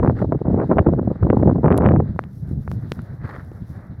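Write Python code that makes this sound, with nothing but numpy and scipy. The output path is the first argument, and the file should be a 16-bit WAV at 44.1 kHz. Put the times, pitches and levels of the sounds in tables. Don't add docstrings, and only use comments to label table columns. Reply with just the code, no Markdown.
import sys
import numpy as np
from scipy import signal
from scipy.fft import rfft, irfft
from scipy.io import wavfile
from scipy.ndimage import uniform_filter1d, minimum_filter1d, map_coordinates

SR = 44100
rng = np.random.default_rng(int(sys.argv[2]) if len(sys.argv) > 2 else 0)


def to_wav(sig):
    pcm = np.clip(np.atleast_2d(sig), -1, 1) * 32767
    pcm = np.round(pcm).astype(np.int16)
    wavfile.write(sys.argv[1], SR, pcm.T)


N = 176400

# time in seconds, level in dB, brightness in dB.
GUST_SHAPES = [
    [(0.0, -14.5, -17.5), (0.016, -28, -24.5), (0.03, -22.5, -15), (0.042, -18, -22), (0.076, -16.5, -13),
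     (0.088, -8.5, -27.5), (0.098, -30.5, -9.5), (0.124, -25, -31), (0.208, -29, -18), (0.226, -15, -19.5),
     (0.238, -19, -30), (0.266, -40, -26.5), (0.298, -19.5, -42), (0.32, -26.5, -9.5),
     (0.366, -17.5, -37.5), (0.39, -66.5, -21)],
    [(0.39, -39, -16.5), (0.398, -59.5, -6), (0.406, -28.5, -29.5), (0.418, -19, -37.5),
     (0.434, -50, -20.5), (0.444, -22, -32.5), (0.452, -33.5, -14.5), (0.5, -18.5, -30.5),
     (0.512, -18, -18), (0.534, -16.5, -34), (0.544, -24, -20), (0.554, -21.5, -19), (0.59, -15.5, -14),
     (0.628, -27.5, -10), (0.66, -18, -32), (0.68, -33.5, -26.5)],
    [(0.68, -33, -28), (0.714, -12, -15), (0.754, -23, -23), (0.792, -11.5, -8), (0.804, -12, -24),
     (0.848, -29, -20), (0.868, -13, -19), (0.886, -13.5, -25), (0.916, -25, -31.5), (0.938, -13.5, -21),
     (0.966, -21, -33.5), (0.996, -21.5, -17), (1.01, -19, -30), (1.112, -19, -26.5), (1.144, -48.5, -6),
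     (1.166, -26.5, -24.5), (1.18, -52, -15)],
    [(1.18, -53, -20), (1.214, -19, -36), (1.232, -20, -20), (1.26, -7, -19.5), (1.288, -33, -30.5),
     (1.304, -7.5, -19.5), (1.32, -44.5, -29.5), (1.33, -9.5, -24.5), (1.358, -26.5, -25),
     (1.372, -13, -22), (1.39, -19.5, -19.5), (1.502, -12, -19.5), (1.528, -10, -36), (1.54, -42.5, -27.5),
     (1.554, -12, -17.5), (1.61, -20.5, -37.5)],
    [(1.61, -20, -36), (1.628, -28, -18.5), (1.642, -19.5, -8.5), (1.668, -12, -16), (1.694, -24.5, -5.5),
     (1.704, -14, -13), (1.848, -16.5, -16.5), (1.862, -13, -10.5), (1.878, -17, -16.5), (1.966, -16, -21),
     (1.976, -25, -34.5), (2.002, -15, -17.5), (2.012, -15.5, -23), (2.03, -18.5, -29.5),
     (2.064, -31, -31.5), (2.09, -42, -8.5)],
]
# frequency in Hz, level in dB.
SWIRL_TONE = [(30, -12.5), (110, 1), (250, 1), (450, -3), (750, -12.5), (1100, -21), (1600, -35),
              (2400, -48.5), (4000, -91)]

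def gusts():
    rows = [row for gust in GUST_SHAPES for row in gust]
    smoothing = int(0.0025 * SR) + 1
    level_db = uniform_filter1d(curve(rows), smoothing)
    bright_db = uniform_filter1d(curve(rows, column=2), smoothing)
    flutter = wobble(hz=189.07)
    normal_db, db_per_octave, top_octaves = -15, 17, 0.65
    octaves = np.clip((bright_db - normal_db) / db_per_octave, -0.95, 0.5) + 0.28 * flutter
    speed = 2 ** np.where(octaves > 0, top_octaves * np.tanh(octaves / top_octaves), octaves)
    swirls = steady(noise(SWIRL_TONE), seconds=0.019)
    pressure = map_coordinates(swirls, [np.cumsum(speed)], order=3, mode="mirror")
    pressure = cut_treble(pressure, hz=2300, order=4)
    end_s, fade_s = rows[-1][0], 0.027
    in_wind = np.clip((end_s - np.arange(N) / SR) / fade_s, 0, 1)
    flapping_db = 4 * flutter + 2.08 * wobble(hz=67.63)
    return pressure * in_wind * from_db(level_db - 1 + flapping_db)

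# time in seconds, level in dB, width in milliseconds.
AIR_SLAPS = [(.048, -0.5, 0.35), (0.062, -7, 0.28), (.076, -3, 0.27), (0.082, -10, 0.85), (0.098, -3, 0.31),
             (.106, -8, 0.47), (0.3227, -1, 0.34), (.454, -10.5, 0.46), (.484, -3.5, 0.67),
             (0.5445, 0.5, 0.58), (0.593, -5, 0.56), (0.601, -4.5, 0.29), (.695, -8, 0.71),
             (0.715, 0, 0.33), (0.731, -6, 0.35), (0.7709, 0, 0.45), (.7845, 0, 0.19), (0.7884, -2.5, 0.27),
             (0.792, 0, 0.2), (0.811, -6.5, .55), (0.87, -1, 0.67), (0.927, -5.5, 0.63), (0.937, -6, 0.6),
             (.995, -5.5, 0.37), (1.232, -11.5, 0.29), (1.25, -3, 0.72), (1.302, -2.5, 0.19),
             (1.304, 3, 0.9), (1.33, -7, 0.38), (1.35, -14, 0.7), (1.371, -1, 0.44), (1.416, -11, 0.55),
             (1.433, 0, 0.49), (1.459, -1, 0.56), (1.464, -3, 1.2), (1.483, -2, 0.53), (1.495, -3.5, 0.4),
             (1.499, -4, 0.36), (1.513, -6, 0.39), (1.557, -8, 0.78), (1.634, -7, 0.38), (1.644, 0, 0.35),
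             (1.652, -6, 0.38), (1.659, -3.5, 0.28), (1.665, -11.5, 0.33), (1.682, -3, 0.24),
             (1.705, -3.5, 0.24), (1.716, -2.5, 0.26), (1.725, -7.5, 0.16), (1.744, -6, 0.28),
             (1.785, -0.5, 0.38), (1.822, -9, 0.24), (1.851, -10, 0.2), (1.862, -1.5, 0.17),
             (1.889, -6, 0.18), (1.919, -7, 0.26), (1.939, -0.5, 0.5), (1.962, -5.5, 0.28),
             (2.002, -3.5, 0.41), (2.162, -23.5, 0.35), (2.513, -10, 1.1), (2.576, -23.5, 0.95),
             (3.252, -18, 1.45), (3.385, -17, 1.7), (3.622, -16, 1.45), (3.702, -17, 1.4),
             (3.898, -22, 2.5)]

def slaps():
    t, out = np.arange(N) / SR, np.zeros(N)
    for (at, db, width_ms), (side, lag) in zip(AIR_SLAPS, rng.random((len(AIR_SLAPS), 2))):
        near = abs(t - at) < 0.06
        age = np.clip((t[near] - at) * 1000 / width_ms, -60, 60)
        spike = 1 / np.cosh(age) ** 2
        swing_back = from_db(-9) / np.cosh((age - 4.68) / 3.5) ** 2
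        follower = from_db(-10) / np.cosh(age - 5 * (1 + lag)) ** 2
        push_or_suck = np.sign(side - 0.5)
        out[near] += push_or_suck * from_db(db) * (spike - swing_back + follower)
    return cut_treble(out, hz=3000, order=2)

# time in seconds, level in dB.
RUMBLE_LOUDNESS = [(0.0, -17.5), (0.1, -25), (0.12, -26.5), (0.37, -25), (0.39, -50.5), (0.49, -19.5),
                   (0.68, -39), (0.79, -11), (0.85, -31.5), (0.88, -16.5), (0.97, -25.5), (1.07, -25.5),
                   (1.18, -35.5), (1.25, -18), (1.35, -23), (1.48, -17), (1.55, -27.5), (1.73, -18),
                   (1.84, -19), (1.85, -15), (1.98, -16.5), (2.08, -27), (2.18, -31.5), (2.31, -36),
                   (2.47, -31.5), (2.52, -25.5), (2.59, -25), (2.63, -33.5), (2.7, -25.5), (2.85, -31.5),
                   (3.19, -35.5), (3.25, -30.5), (3.31, -39), (4.0, -37)]
# frequency in Hz, level in dB.
RUMBLE_TONE = [(20, -24.5), (35, -15), (55, -8.5), (85, 2), (120, 1.5), (180, -4), (280, -16), (450, -30),
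               (800, -42), (2000, -87)]

def rumble():
    swirls = steady(noise(RUMBLE_TONE), seconds=0.11)
    return swirls * from_db(curve(RUMBLE_LOUDNESS) + 1 + 3.5 * wobble(hz=45.48))

# time in seconds, push level in dB, push width in
# milliseconds, click level in dB, thud level in dB, thud pitch in Hz.
HAND_BUMPS = [(2.192, -7, 0.19, -27.5, -17.5, 330), (2.239, -32.5, 0.11, -40, -37, 696),
              (2.678, -21, 0.19, -52, -25, 367), (2.7158, -26.5, 0.21, -24, -24, 330),
              (2.9191, -17, .36, -45, -24, 464), (2.9198, -19.5, 0.076, -16, -26.5, 450),
              (2.992, -31, 0.21, -56, -30.5, 1390), (3.517, -43, 0.49, -60, -22.5, 350)]

def hand_bumps():
    t, body, clicks = np.arange(N) / SR, np.zeros(N), np.zeros(N)
    thud_decay_s, click_decay_s = 0.0017, 0.00071
    for at, push_db, width_ms, click_db, thud_db, thud_hz in HAND_BUMPS:
        age = (t - at) * 1000 / width_ms
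        after_s = np.clip(t - at, 0, 0.05)
        body -= from_db(push_db) * age * np.exp((1 - age ** 2) / 2)
        body -= from_db(thud_db) * np.sin(2 * np.pi * thud_hz * after_s) * np.exp(-after_s / thud_decay_s)
        clicks -= from_db(click_db) * (t >= at) * np.exp(-after_s / click_decay_s)
    return body + cut_treble(clicks, hz=7800, order=1)

# start in seconds, length in seconds, level in dB.
RUSTLE_TIMES = [(0.141, 0.1, -37.5), (3.19, 0.26, -42)]
# frequency in Hz, level in dB.
RUSTLE_TONE = [(100, -7.5), (400, 8.5), (800, 4.5), (1300, 8.5), (1900, 5), (2400, -14.5), (3000, -21),
               (4300, -18), (6000, -33.5), (9000, -37.5), (16000, -50)]

def rustles():
    t, swell, fade_s = np.arange(N) / SR, np.zeros(N), 0.08
    for start, length, db in RUSTLE_TIMES:
        nearest_end_s = np.minimum(t - start, start + length - t)
        swell += from_db(db) * np.clip(nearest_end_s / fade_s, 0, 1)
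    return swell * noise(RUSTLE_TONE) * from_db(5 * wobble(hz=350))

# time in seconds, roar level in dB, hiss level in dB.
STORM_LOUDNESS = [(0, -49, -69), (.2, -60, -68.5), (.35, -57, -75.5), (.85, -50.5, -72),
                  (1.0, -56.5, -78.5), (1.15, -50.5, -75), (1.42, -51.5, -68.5), (1.6, -57, -80),
                  (1.9, -53, -71.5), (2.13, -51.5, -72.5), (2.33, -60, -77.5), (2.6, -58, -76),
                  (2.9, -52, -68.5), (3.15, -50.5, -74.5), (3.52, -52, -75.5), (3.67, -53, -68.5),
                  (3.83, -47.5, -74.5), (4, -56, -76)]
# frequency in Hz, level in dB.
ROAR_TONE = [(100, -4.5), (350, 6.5), (700, 4.5), (1000, -1.5), (1500, -0.5), (2000, -5.5), (2400, -21),
             (2900, -39), (5000, -57)]
HISS_TONE = [(1500, -7.5), (3200, -3), (3900, 4), (4800, -3), (6200, -14), (8000, -15.5), (11000, -19.5),
             (16000, -23)]

def street_storm():
    roar = noise(ROAR_TONE) * from_db(curve(STORM_LOUDNESS) + 3 * wobble(hz=27))
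    hiss = noise(HISS_TONE) * from_db(curve(STORM_LOUDNESS, column=2) + 3 * wobble(hz=29))
    return roar + hiss

# time in seconds, level in dB.
ICE_HITS = [(1.7777, -10.5), (1.7795, -17), (2.156, -47), (2.352, -61), (2.476, -45), (2.492, -41.5),
            (3.019, -36.5), (3.448, -42.5)]
# frequency in Hz, level in dB.
TICK_TONE = [(500, -16), (2500, -2.5), (4000, -3.5), (5500, -11), (8500, -6.5), (11000, 3), (13500, -10),
             (16000, -17)]

def ice_ticks():
    hits = np.zeros(N)
    for at, db in ICE_HITS:
        hits[int(at * SR)] += from_db(db)
    return shape_tone(hits, TICK_TONE)

# time in seconds, level in dB.
SNOW_LOUDNESS = [(0, -83.5), (2.1, -80.5), (2.3, -71), (2.58, -75.5), (2.7, -64), (2.78, -73),
                 (2.87, -69.5), (3.04, -67.5), (3.12, -77.5), (3.65, -71.5), (4, -80)]
# frequency in Hz, level in dB.
SNOW_TONE = [(1000, -10.5), (3000, -9.5), (5600, 0), (7000, -7.5), (9000, -10), (10800, 0.5), (12000, -4),
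             (13500, -3), (16000, -10)]

def fine_snow():
    grains_per_second, spread_db = 2100, 2
    sizes = from_db(spread_db * np.minimum(rng.exponential(size=N), 5))
    lands = rng.random(N) < grains_per_second / SR
    hits = lands * rng.choice([-1, 1], N) * sizes
    flurries = from_db(curve(SNOW_LOUDNESS) + 3.5 * wobble(hz=21.97))
    return shape_tone(hits / np.std(hits) * flurries, SNOW_TONE)

def from_db(db):
    return 10 ** (np.asarray(db) / 20)

def curve(rows, column=1):
    rows = np.array(rows)
    return np.interp(np.arange(N) / SR, rows[:, 0], rows[:, column])

def shape_tone(x, tone):
    hz, db = np.array(tone).T
    gain = from_db(np.interp(np.log(np.fft.rfftfreq(N, 1 / SR) + 1), np.log(hz), db))
    gain /= np.sqrt(np.mean(gain ** 2))
    folded = irfft(np.log(gain), N)
    folded[1:N // 2] *= 2
    folded[N // 2 + 1:] = 0
    return irfft(rfft(x) * np.exp(rfft(folded)), N)

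def noise(tone):
    return shape_tone(rng.standard_normal(N), tone)

def wobble(hz):
    values = np.clip(rng.standard_normal(N), -2, 2)
    return map_coordinates(values, [np.arange(N) * hz / SR], order=3, mode="mirror")

def steady(x, seconds):
    window = np.hanning(int(seconds * SR)) * 2 / (seconds * SR)
    return x / np.sqrt(signal.fftconvolve(x ** 2, window, "same"))

def cut_treble(x, hz, order):
    return signal.sosfilt(signal.butter(order, hz, fs=SR, output="sos"), x)

def scene():
    bass_cut = signal.butter(2, 75.5, "high", fs=SR, output="sos")
    close_up = signal.sosfilt(bass_cut, gusts() + slaps() + hand_bumps())
    return (close_up + rumble() + street_storm() + rustles() + fine_snow() + ice_ticks())[None]

def record(dry):
    ceiling, smoothing, top_hz = 1.0, 129, 16500
    gain = minimum_filter1d(ceiling / np.maximum(abs(dry), ceiling), 2 * smoothing)
    gain = uniform_filter1d(uniform_filter1d(gain, smoothing), smoothing)
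    return signal.sosfilt(signal.ellip(8, 0.2, 70, top_hz, fs=SR, output="sos"), dry * gain)

dry = scene()
out = record(dry)
to_wav(out)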